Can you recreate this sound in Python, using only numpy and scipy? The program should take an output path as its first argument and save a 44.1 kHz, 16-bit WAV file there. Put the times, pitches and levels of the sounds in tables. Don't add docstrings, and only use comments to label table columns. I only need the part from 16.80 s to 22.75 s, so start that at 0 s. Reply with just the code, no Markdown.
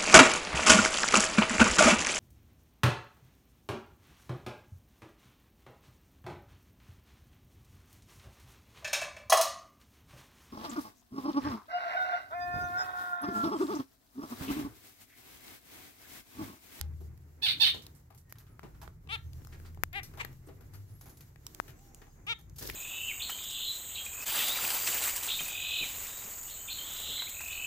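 import sys
import numpy as np
from scipy import signal
from scipy.fft import rfft, irfft
from scipy.io import wavfile
from scipy.ndimage import uniform_filter1d, map_coordinates

SR = 44100
rng = np.random.default_rng(int(sys.argv[2]) if len(sys.argv) > 2 else 0)


def invert_db(level):
    return 10 ** (np.asarray(level, dtype=float) / 20)


def pcm_store(signal):
    levels = np.round(np.clip(np.atleast_2d(signal), -1, 1) * 32767)
    wavfile.write(sys.argv[1], SR, levels.astype(np.int16).T)


N = 262395
SWELL_DB = 10


def on_hz(points, hz):
    p = np.array(points, float)
    return np.interp(np.log(np.maximum(hz, 1)), np.log(p[:, 0]), p[:, 1])


def unit(x):
    return x / np.sqrt(np.mean(x ** 2, axis=-1, keepdims=True) + 1e-30)


def tint(x, gain):
    n = x.shape[-1]
    return irfft(rfft(x) * gain(np.arange(n // 2 + 1) * SR / n), n)


def hump(f, hz, width):
    return 1 / np.sqrt(1 + ((f * f - hz * hz) / (width * f + 1e-9)) ** 2)


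def walk(n, rate):
    k = max(int(SR / rate), 1)
    return unit(uniform_filter1d(uniform_filter1d(rng.standard_normal(n), k), k))


def columns(table):
    s, *cols = np.transpose(table)
    t = np.arange(int(s[0] * SR), int(s[-1] * SR)) / SR
    return int(s[0] * SR), [np.interp(t, s, c) for c in cols]


def fade(n, edge_s):
    i = np.arange(n)
    return np.clip(np.minimum(i, n - i) / (edge_s * SR), 0, 1)


def add(out, x, start, pan_db):
    lag_s_per_db = .000012
    gains = invert_db(np.array([pan_db, -pan_db]) / 2)
    gains = gains * 2 / gains.sum()
    lag = int(round(np.clip(pan_db, -12, 12) * lag_s_per_db * SR))
    for ch, i in enumerate((start + max(-lag, 0), start + max(lag, 0))):
        n = min(x.shape[-1], N - i)
        out[ch, i:i + n] += gains[ch] * (x[ch] if x.ndim > 1 else x)[:n]


def air():
    # (time [s], rumble level [dB])
    traffic = [(0.0, -52.5), (.55, -60.5), (.79, -53.5), (1.2, -62), (2.2, -55), (3.4, -56.5), (4.5, -58.5),
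               (5.1, -62.5), (5.95, -54)]
    # (time
    # [s], level [dB])
    stir = [(0.0, 3.5), (.55, -4), (.79, 9.5), (1.11, 1.5), (1.29, -8.5), (1.84, -3.5), (1.97, 1),
            (2.2, -3), (2.77, 5), (3.08, -2.5), (3.33, 4), (3.5, -1), (4.14, 1), (4.27, 2), (4.52, -2),
            (4.8, 6.5), (5.05, 3), (5.45, -3)]
    # (frequency [Hz], level [dB])
    colour = [(15, -36.5), (25, -5), (63, 1.5), (111, 2.5), (150, 1), (208, -15.5), (339, -16),
              (553, -26.5), (2090, -32.5), (3150, -45), (7300, -40.5), (9330, -47.5), (12600, -38.5),
              (15200, -43), (16500, -71.5)]
    # (frequency [Hz], likeness [0-1])
    likeness = [(30, 1), (130, 1), (290, 0.8), (640, 0.16), (1400, 0), (16000, 0)]
    t = np.arange(N) / SR
    stir_db = np.interp(t, *np.transpose(stir))
    # (level [dB], low edge [Hz], high edge [Hz], flicker [dB], trim [dB])
    bands = [(np.interp(t, *np.transpose(traffic)), 34, 220, 1.5, 3),
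             (-67.5 + 0.85 * stir_db, 220, 2700, 2.2, 1.5),
             (-71 + 0.79 * stir_db, 2700, 20000, 2.2, 1.5)]
    out = 0
    for db, lo_hz, hi_hz, flicker_db, trim_db in bands:
        band = lambda f: invert_db(on_hz(colour, np.minimum(f, 14000))) * (f > lo_hz) * (f <= hi_hz)
        like = lambda f: np.clip(on_hz(likeness, f), 0, 1)
        mid = tint(rng.standard_normal(N), lambda f: band(f) * np.sqrt(1 + like(f)))
        side = tint(rng.standard_normal(N), lambda f: band(f) * np.sqrt(1 - like(f)))
        pair = unit(np.array([mid + side, mid - side]))
        out = out + pair * invert_db(trim_db + db + flicker_db * walk(N, 25))
    return out


def swell(s, before_s, after_s, hz, glide_before, glide_after, db, drop_db=SWELL_DB):
    start = max(int((s - 2 * before_s) * SR), 0)
    x = np.arange(start, int((s + 2 * after_s) * SR)) / SR - s
    away = np.abs(x) / np.where(x < 0, before_s, after_s)
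    return start, hz + x * np.where(x < 0, glide_before, glide_after), db - drop_db * away ** 1.3


def tones(lines, waver, unsteady_db, rate, spread_db):
    out = np.zeros((2, N))
    port_phase = .5 * np.array([[.5], [-.5]])
    for start, hz, db in lines:
        n = len(hz)
        phase = 2 * np.pi * np.cumsum(hz * (1 + waver * walk(n, rate))) / SR
        strength = invert_db(db + unsteady_db * walk(n, rate)) * fade(n, 0.05 / rate + 1 / hz[0])
        line = np.sqrt(2) * np.sin(phase + port_phase) * strength
        add(out, line, start, spread_db * rng.standard_normal())
    return out


def street():
    # (loudest time [s], half length [s], pitch [Hz], glide
    # [Hz/s], level [dB rms])
    drones = [(0.0, 0.285, 78.2, 0, -39.5), (0.5, .25, 77.5, 22, -57), (2, .14, 59, 31, -53.5),
              (2.5, 0.305, 74.05, -0.5, -53), (2.5, .12, 82.84, 12, -44), (3, .45, 83.8, 0.5, -50.5),
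              (3, 0.81, 26, -5.5, -55), (2.5, .15, 123.9, 18, -50), (3.5, .15, 128.6, 7, -50),
              (4, 0.2194, 97.6, -6.5, -50), (4, 0.24, 104, 1.5, -55), (5, .6, 34, -1, -60.5),
              (5.6, .4, 52, -5, -62.5), (5.94, 0.26, 46, -42, -49), (0.95, .025, 90, -200, -49)]
    # (loudest time [s], half length [s], pitch [Hz], glide [Hz/s], level [dB rms])
    squeals = [
        (.03, 0.048, 813, -100, -68),
        (1.51, .045, 1860, -300, -71),
        (1.73, .04, 1280, -1200, -76.5),
        (1.72, 0.029, 10050, -3700, -78),
        (4.99, 0.035, 7760, -6000, -75),
        (5.31, .015, 4950, -9000, -77.5),
    ]
    # (turning time [s], pitch [Hz], glide before [Hz/s], glide after [Hz/s], level [dB rms])
    whistles = [
        (2.475, 6330, 8700, -5500, -78),
        (4.17, 11450, 15000, -5600, -70),
        (5.03, 800, 1300, -150, -73),
        (5.09, 5680, -3600, 3000, -81),
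        (4.95, 6250, 1000, -4000, -83),
    ]
    straight = lambda rows: [swell(s, half_s, half_s, hz, glide, glide, db)
                             for s, half_s, hz, glide, db in rows]
    bent = [swell(s, .045, .14, *rest, drop_db=3.5) for s, *rest in whistles]
    away = np.abs(np.arange(N) / SR - 5.18) / 0.63
    tyres = unit(tint(rng.standard_normal((2, N)), lambda f: hump(f, 6660, 980) ** 2))
    hiss = tyres * invert_db(-74 - SWELL_DB * away ** 2)
    thin = tones(straight(squeals) + bent, waver=.009, unsteady_db=4, rate=220, spread_db=0)
    engines = tones(straight(drones), waver=0.0069, unsteady_db=2.2, rate=5.3, spread_db=2.0)
    return engines + thin + hiss


def bars():
    # (time [s], pitch [Hz], peak level [dB], t60 [s])
    wires = [
        (.0124, 8400, -25, .004),
        (3.231, 5620, -50, .13),
        (3.231, 9650, -57, .11),
        (3.231, 11930, -56, .09),
        (3.128, 11800, -65, .12),
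        (3.371, 12600, -53, .04),
        (3.668, 8400, -57, .05),
        (3.94, 4500, -63, .2),
    ]
    out, t = np.zeros((2, N)), np.arange(8192) / SR
    for s, hz, db, t60 in wires:
        phase = 2 * np.pi * np.cumsum(hz * (1 + 0.0061 * walk(len(t), 150))) / SR
        ring = np.sin(phase + rng.uniform(0, 2 * np.pi, (2, 1)))
        add(out, invert_db(db - 60 * t / t60) * ring, int(s * SR), 0)
    return out


def taps():
    # (time [s], peak level [dB], port ring [Hz], snap level [dB], left minus right [dB])
    husks = [
        (0.0127, -10, 4600, 8.5, -52),
        (3.0356, -2.5, 1610, 6.5, 97.5),
        (4.8, -6.5, 1220, -21, 42),
        (5.8984, -17, 1920, -14, 7),
        (1.5248, -23.5, 1690, 14, -5),
        (1.7941, -26, 1330, -13, 9.5),
        (4.7483, -21, 7400, 1, -15),
    ]
    out, t = np.zeros((2, N)), np.arange(1024) / SR
    for s, db, hz, snap_db, pan_db in husks:
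        swing = np.sin(2 * np.pi * hz * t) * t * hz * np.exp(-t * hz / 0.28) * 11.7
        edge = np.sin(2 * np.pi * 12000 * t) + 0.53 * np.sin(2 * np.pi * 6800 * t)
        snap = invert_db(snap_db) * edge * t / .00007 * np.exp(-t / 0.00009)
        noise = unit(tint(rng.standard_normal(len(t)), lambda f: hump(f, 1200, 3500)))
        rattle = invert_db(-20.5) * noise * np.exp(-t / .002)
        add(out, invert_db(db - 12.0) * (swing + snap + rattle), int(s * SR), pan_db)
    return out


def knocks(events, decay_s, rise_s, sharp, grain_db, apart):
    # (frequency [Hz], level [dB])
    snap_colour = [(2500, -9), (4500, -2.5), (6500, -0.5), (9000, -7.5), (13000, 6.5), (15800, -8)]
    out, t = np.zeros((2, N)), np.arange(4096) / SR
    for s, db, hz, treble_db, bass_db, pan_db in events:
        noise = rng.standard_normal((3, 1, len(t))) + apart * rng.standard_normal((3, 2, len(t)))
        shape = (1 - np.exp(-t / rise_s)) * np.exp(-t / decay_s) * invert_db(grain_db * walk(len(t), 450))
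        ring = unit(tint(noise[0], lambda f: hump(f, hz, hz / sharp)))
        snap = invert_db(treble_db) * unit(tint(noise[1], lambda f: invert_db(on_hz(snap_colour, f))))
        thud = invert_db(bass_db) * unit(tint(noise[2], lambda f: hump(f, 300, 340) ** 2))
        add(out, invert_db(db - 14.0) * (ring + snap + thud) * shape, int(s * SR), pan_db)
    return out


def scuffs():
    # (time [s], peak level [dB], ring [Hz], treble [dB], left minus right [dB])
    rustles = [(0.9424, -39.5, 4250, -4, -16.5), (1.02, -43, 4026, -4.5, -8.5),
               (1.1506, -49, 8700, -7.5, -8), (1.3753, -46.5, 8420, -3.5, -6), (1.5834, -54, 4400, 11, 0.5),
               (3.2311, -38.5, 4960, 4, 7.5), (4.37, -53, 7240, 6.5, 0.5), (5.7593, -48.5, 6570, 5.5, 1),
               (5.7834, -35, 6760, 6, 1.2), (5.8255, -34.5, 6400, 2, 1), (5.8613, -36, 5570, 6.5, -1),
               (5.842, -43, 6000, 8.5, 1), (5.907, -45.5, 5500, 8, 0.5), (5.932, -47, 4000, 6, 1),
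               (0.0, -40.5, 4500, -13, 3), (0.0, -44, 2100, -23, -2.5), (2.73, -49.5, 4260, -8, 0),
               (2.86, -47, 4180, -7, 0.5)]
    # (time [s], peak level [dB], treble [dB], thud [dB], left minus right [dB])
    hops = [(0.2034, -62, 13.5, 25, -1), (0.9437, -40.5, -25, 10, -5), (1.3023, -45.5, -10, -4.5, 8),
            (1.3457, -56, 6.5, -6.5, 5.5), (1.8332, -38.5, -31, 5, 5.5), (2.0155, -36, -4, -20, -2.7),
            (3.3722, -36.5, -9.5, -31, 8), (3.6713, -51, 1.5, 11.5, 0), (4.2096, -49, 10, -19, 1),
            (4.2567, -41.5, -1, -17, 0), (4.294, -54.5, 14.5, -19.5, -1.5), (5.2674, -52, -26, -19.5, 12.5),
            (5.5886, -52.5, 4.5, -22, -0.5)]
    # (time [s], peak level [dB], treble [dB], thud [dB], left minus right [dB])
    tray = [(1.555, -48.5, -13, -13, 0.5), (1.6, -49, -15, -15, 0), (1.6653, -51.5, -18, -29, 5),
            (1.7962, -54, -25, -16, -12), (1.944, -51.5, -26, -7.5, -3), (2.8482, -44, -19, -39, 1),
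            (3.3353, -45.5, -4, 1, 2), (3.685, -45, -15, 9.5, 5.5), (3.8064, -52, 2, 3, 6),
            (3.9353, -43.5, 4, -20, 7), (5.2164, -43.5, -16.5, 1, 3.5)]
    # (time [s], peak level [dB], treble [dB], thud [dB], left minus right [dB])
    digs = [
        (1.495, -55.5, 10.5, 0, 0.5),
        (2.7224, -41, -35, -5, 3),
        (4.4055, -50, 8, -33, 2.3),
        (4.8795, -40.5, -3, -2, 6.5),
    ]
    events = []
    for ring_hz, rows in ((828, hops), (1330, tray), (1800, digs)):
        events += [(s, db, ring_hz, *rest) for s, db, *rest in rows]
    events += [(*row, -15, pan_db) for *row, pan_db in rustles]
    return knocks(events, decay_s=0.025, rise_s=0.00068, sharp=1.58, grain_db=2.0, apart=1.0)


def clicks():
    # (time [s], peak level [dB], ring [Hz], treble [dB], left minus right [dB])
    ticks = [(5.8996, -18, 2300, 0, 1.5), (1.0658, -28, 4460, -1, 6), (1.794, -35.5, 1340, -6.5, 6.5),
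             (2.0775, -31, 1414, -18.5, -19), (2.2739, -39.5, 3200, -41, 9),
             (2.5326, -36, 3580, -0.5, 12.5), (2.6186, -36.5, 1480, -27, 9), (2.6485, -31.5, 1350, -2, 9),
             (2.671, -36.5, 1230, 5.5, 15.5), (2.9466, -50.5, 2170, 8, 9), (2.9731, -36, 1000, -34, 12),
             (3.4485, -20.5, 1800, -5.5, 35), (4.559, -37, 1964, -11, 8.5), (4.6665, -22.5, 5600, 8, -4),
             (4.747, -31.5, 7300, 4, -10), (5.1463, -35.5, 7050, 2, -2), (5.697, -41.5, 6300, -3, -1),
             (5.874, -26.5, 5700, 7.5, 3), (0.1368, -48, 2080, -5, 4), (0.376, -49.5, 2040, 10, -7.5),
             (1.5851, -38.5, 4400, 1.5, 0), (2.8, -38, 1410, -12, 7), (3.3142, -43, 1150, -10, 9),
             (3.338, -32, 1207, -12, 10), (3.354, -44, 1300, 4.5, 3), (3.5289, -45.5, 1490, 9.5, 0),
             (4.1314, -66, 1260, -4, 7), (4.4079, -41, 2120, 7.5, -0.5), (4.992, -39.5, 1190, -8.5, 1),
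             (5.8256, -27.5, 6600, 4, 3), (5.855, -33, 3500, -3, 3), (1.8314, -29, 1130, -15, 4),
             (1.5258, -35.5, 4450, 2, -0.5), (3.1305, -39, 2500, 7, 5.5), (5.4673, -42, 3000, 11, 1.5),
             (2.745, -42.5, 1500, -8, -3), (5.612, -51, 7000, 8, 0)]
    thud_db = lambda hz, treble_db: -9 - 0.6 * treble_db - 3 * np.log2(hz / 1330)
    events = [(s, db, hz, treble_db, thud_db(hz, treble_db), pan_db)
              for s, db, hz, treble_db, pan_db in ticks]
    return knocks(events, decay_s=0.0018, rise_s=.0001, sharp=3.0, grain_db=-2.0, apart=0.65)


def loud_call(s, length_s, top_hz, db, fading_db):
    rise_s, release_s = .028, 0.029
    sag, slack_hz, slack_sag = 5200, 609, 1100
    t = np.arange(int(length_s * SR)) / SR
    short = np.clip(1 - t / rise_s, 0, 1)
    late = np.maximum(t - rise_s, 0)
    slack_s = (top_hz - slack_hz) / sag
    hz = top_hz * (1 - (1 - .87) * short ** 3)
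    hz = hz - sag * np.minimum(late, slack_s) - slack_sag * np.maximum(late - slack_s, 0)
    release = np.clip(1 - (length_s - t) / release_s, 0, 1)
    held_db = fading_db * np.minimum(late / slack_s, 1)
    level_db = db - 23.5 * short ** 3 - held_db - 11.5 * release
    rough = np.minimum(.14 + 3.0 * (1 - hz / top_hz), .75)
    return int(s * SR), (hz, level_db, rough)


def soft_call(s, length_s, top_hz, db, lateness):
    arch = [
        (0, 0.0),
        (.14, .03),
        (.33, .5),
        (.48, .95),
        (.63, 1.0),
        (.79, .93),
        (1, 0.0),
    ]
    t = np.arange(int(length_s * SR)) / SR
    slack = 1 - np.interp((t / length_s) ** lateness, *np.transpose(arch))
    attack_db = 7 * np.clip(1 - t / 0.01, 0, 1)
    return int(s * SR), (top_hz * (1 - 0.16 * slack), db - 9 * slack - attack_db)


def voice(hz, db, rough, beak, throat, tilt):
    port_lead_s, blur_hz = .0002, 9500
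    n, share, ports = len(hz), np.clip(rough, 0, 1), []
    phase = 2 * np.pi * np.cumsum(hz * (1 + .05 * share * walk(n, 300))) / SR
    k = np.arange(1, 36)[:, None]
    carried_hz = k * hz * (hz.max() / hz) ** np.clip(beak, 0, 1)
    weights = invert_db(on_hz(throat, carried_hz)) * (k * hz < SR * .4)
    weights = weights / np.sqrt((weights ** 2).sum(0) / 2)
    clean_hz = blur_hz * (1.7 - np.max(share))
    clean = lambda f: 1 / np.sqrt(1 + (f / clean_hz) ** 4)
    spread = rng.uniform(0, 2.4, k.shape)
    for side in (.5, -.5):
        scatter = rng.uniform(0, 2 * np.pi, k.shape) * np.minimum(k * hz.max() / 15000, 1)
        angles = spread + side * 2 * np.pi * port_lead_s * k * hz + scatter
        breaks_db = 8 * share * (np.minimum([walk(n, 130) for _ in k], 1.2) - .5)
        shade_db = side * on_hz(tilt, k * hz)
        strength = weights * clean(k * hz) * invert_db(shade_db + breaks_db)
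        stack = (strength * np.cos(k * phase + angles)).sum(0)
        puffs = rng.standard_normal(n) * (1 + np.cos(phase))
        rasp = unit(tint(puffs, lambda f: invert_db(on_hz(throat, f) + side * on_hz(tilt, f))))
        hiss = invert_db(4.5) * tint(rasp, lambda f: np.sqrt(1 - clean(f) ** 2))
        ports.append(np.sqrt(1 - share ** 2) * (stack + hiss) + share * invert_db(-3) * rasp)
    flutter_db = 4 * share * (np.minimum(walk(n, 300), 1.2) - .5)
    return np.array(ports) * invert_db(db + flutter_db) * fade(n, .005)


def finches():
    # (start time [s], length [s], top pitch [Hz], level [dB], fading while held [dB])
    loud = [
        (0.617, 0.12, 896, -27.5, -0.5),
        (0.795, 0.12, 911.7, -22, 5),
    ]
    # (start time [s], length [s], top pitch [Hz], level [dB], lateness of the arch [power])
    gentle = [
        (2.287, 0.079, 453.3, -34.5, 1.1),
        (3.126, 0.081, 405.8, -36.5, .85),
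        (5.465, 0.074, 465.5, -32.5, 0.92),
    ]
    # (time [s], pitch [Hz], level [dB])
    squawk = [
        (3.386, 467.4, -59),
        (3.399, 397.5, -41),
        (3.403, 623, -34),
        (3.412, 488.3, -33),
        (3.426, 395, -44.5),
    ]
    # (frequency [Hz], level [dB])
    throats = [
        [(500, -36.5), (850, -28), (1250, -22.5), (1780, -17), (2600, -10), (3000, -7.5), (3600, 0), (4550, -7),
         (4900, -18), (5450, -23), (7200, -40.5), (8500, -30), (12500, -41.5), (14800, -29), (16000, -38.5)],
        [(240, -47.5), (400, -17.5), (865, -2.5), (1380, 2), (1960, 0), (2550, 2.5), (3690, 5), (4950, -14.5),
         (7750, -26.5), (9610, -20.5), (13900, -37.5), (16000, -29.5)],
        [(250, -38.5), (400, -20), (800, -6.5), (1220, -17.5), (1620, -8), (2050, 2.5), (3250, -11),
         (4000, -15.5), (4350, -27), (4850, -26), (5500, -36), (9000, -38)],
        [(300, -28), (1000, -6.5), (1600, -12), (2300, 0), (2900, -6), (4400, -14.5), (5400, -21.5),
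         (8400, -23.5), (9800, -38), (14000, -35.5)],
        [(300, -42.5), (470, -21.5), (940, -10), (1400, -4.5), (1880, -10), (2350, 1.5), (2900, -5),
         (3750, 1.5), (4400, -18), (6500, -22), (9300, -36), (13700, -38.5), (16000, -39.5)],
    ]
    # (frequency [Hz], left minus right [dB])
    tilts = [
        [(500, 12.5), (900, 26.5), (1300, 2), (1800, 1), (2700, -1.5), (3600, -5.5), (4500, -4.5), (15000, -7)],
        [(450, -5), (1100, 6.5), (1800, -5), (2300, 8), (2900, 8), (3600, 0), (4100, -9.5), (4600, 4.5)],
        [(400, -5), (800, 2), (1220, -8), (1630, 4.5), (2050, 3), (2800, 5.5), (3250, 6), (4100, 8.5)],
        [(400, -4), (900, 1), (2300, 3), (4200, -6.5), (15000, -3.5)],
        [(460, -3), (1400, 7), (1860, -6), (2330, 12.5), (2800, 12.5), (3300, -1.5), (3700, -7.5), (4650, 7.5)],
    ]
    # (left minus right [dB], roughness of a soft call [0-1], beak opening with pitch [0-1], room share [dB])
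    perches = [
        (-6, 0, .1, 5),
        (-6, 0, .1, 5),
        (3, .07, .6, -6),
        (4, .1, .3, -4),
        (3, .3, .4, -4),
        (0, .07, .7, -7),
    ]
    out, send = np.zeros((2, N)), np.zeros((2, N))
    calls = [loud_call(*c) for c in loud] + [soft_call(*c) for c in gentle] + [columns(squawk)]
    calls = sorted(calls, key=lambda c: c[0])
    for k, ((start, (hz, db, *own)), (pan_db, rough, beak, room_db)) in enumerate(zip(calls, perches)):
        caller = max(k - 1, 0)
        call = voice(hz, db, own[0] if own else rough, beak, throats[caller], tilts[caller])
        add(out, call, start, pan_db)
        add(send, invert_db(room_db) * call[1], start, 0)
    return out, send


def wings():
    # (time [s], level [dB])
    flurry = [
        (5.76, -80),
        (5.822, -54.5),
        (5.95, -56),
    ]
    # (frequency [Hz], level [dB])
    colour = [(120, -28), (200, -1), (401, 2), (899, -13.5), (1740, -8), (2290, -17), (5330, -10.5),
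              (8120, -27), (16000, -11)]
    out, (start, (db,)) = np.zeros((2, N)), columns(flurry)
    n = len(db)
    noise = unit(tint(rng.standard_normal((2, n)), lambda f: invert_db(on_hz(colour, f))))
    out[:, start:start + n] = 2.64 * noise * invert_db(db + 4.6 * walk(n, 90))
    return out


def room(x):
    t60_s, treble_t60_s, room_db, stir_s = 0.26, 0.2, -4.5, .00006
    t = np.arange(SR // 2) / SR
    low = lambda f: 1 / (1 + (f / 4500) ** 4)
    noise = rng.standard_normal((2, 2, len(t))) * np.clip(t / 0.0024, 0, 1)
    dull = tint(noise[0], low) * invert_db(-60 * t / t60_s)
    bright = tint(noise[1], lambda f: 1 - low(f)) * invert_db(-60 * t / treble_t60_s)
    tail = unit((dull + bright) * (1 + 0.75 * np.exp(-t / 0.028))) / np.sqrt(len(t))
    paths = np.arange(N) + stir_s * SR * walk(N, 120)
    stirred = map_coordinates(x.mean(0), [paths], order=1, mode="nearest")
    return invert_db(room_db) * signal.fftconvolve(stirred[None], tail, axes=1)[:, :N]


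def scene():
    sharp, brushed = clicks(), scuffs()
    calls, send = finches()
    echoes = room(send + .6 * sharp + invert_db(0.5) * brushed)
    soft = calls + brushed + echoes + bars() + wings() + street() + air()
    return tint(soft, lambda f: f < 15800) + sharp + taps()


def band_limit(x):
    return signal.sosfilt(signal.butter(12, 16980, fs=SR, output="sos"), x)


def record(dry):
    mix = tint(dry, lambda f: np.clip((16800 - f) / 400, 0, 1))
    return band_limit(mix)


dry = scene()
out = record(dry)
pcm_store(out)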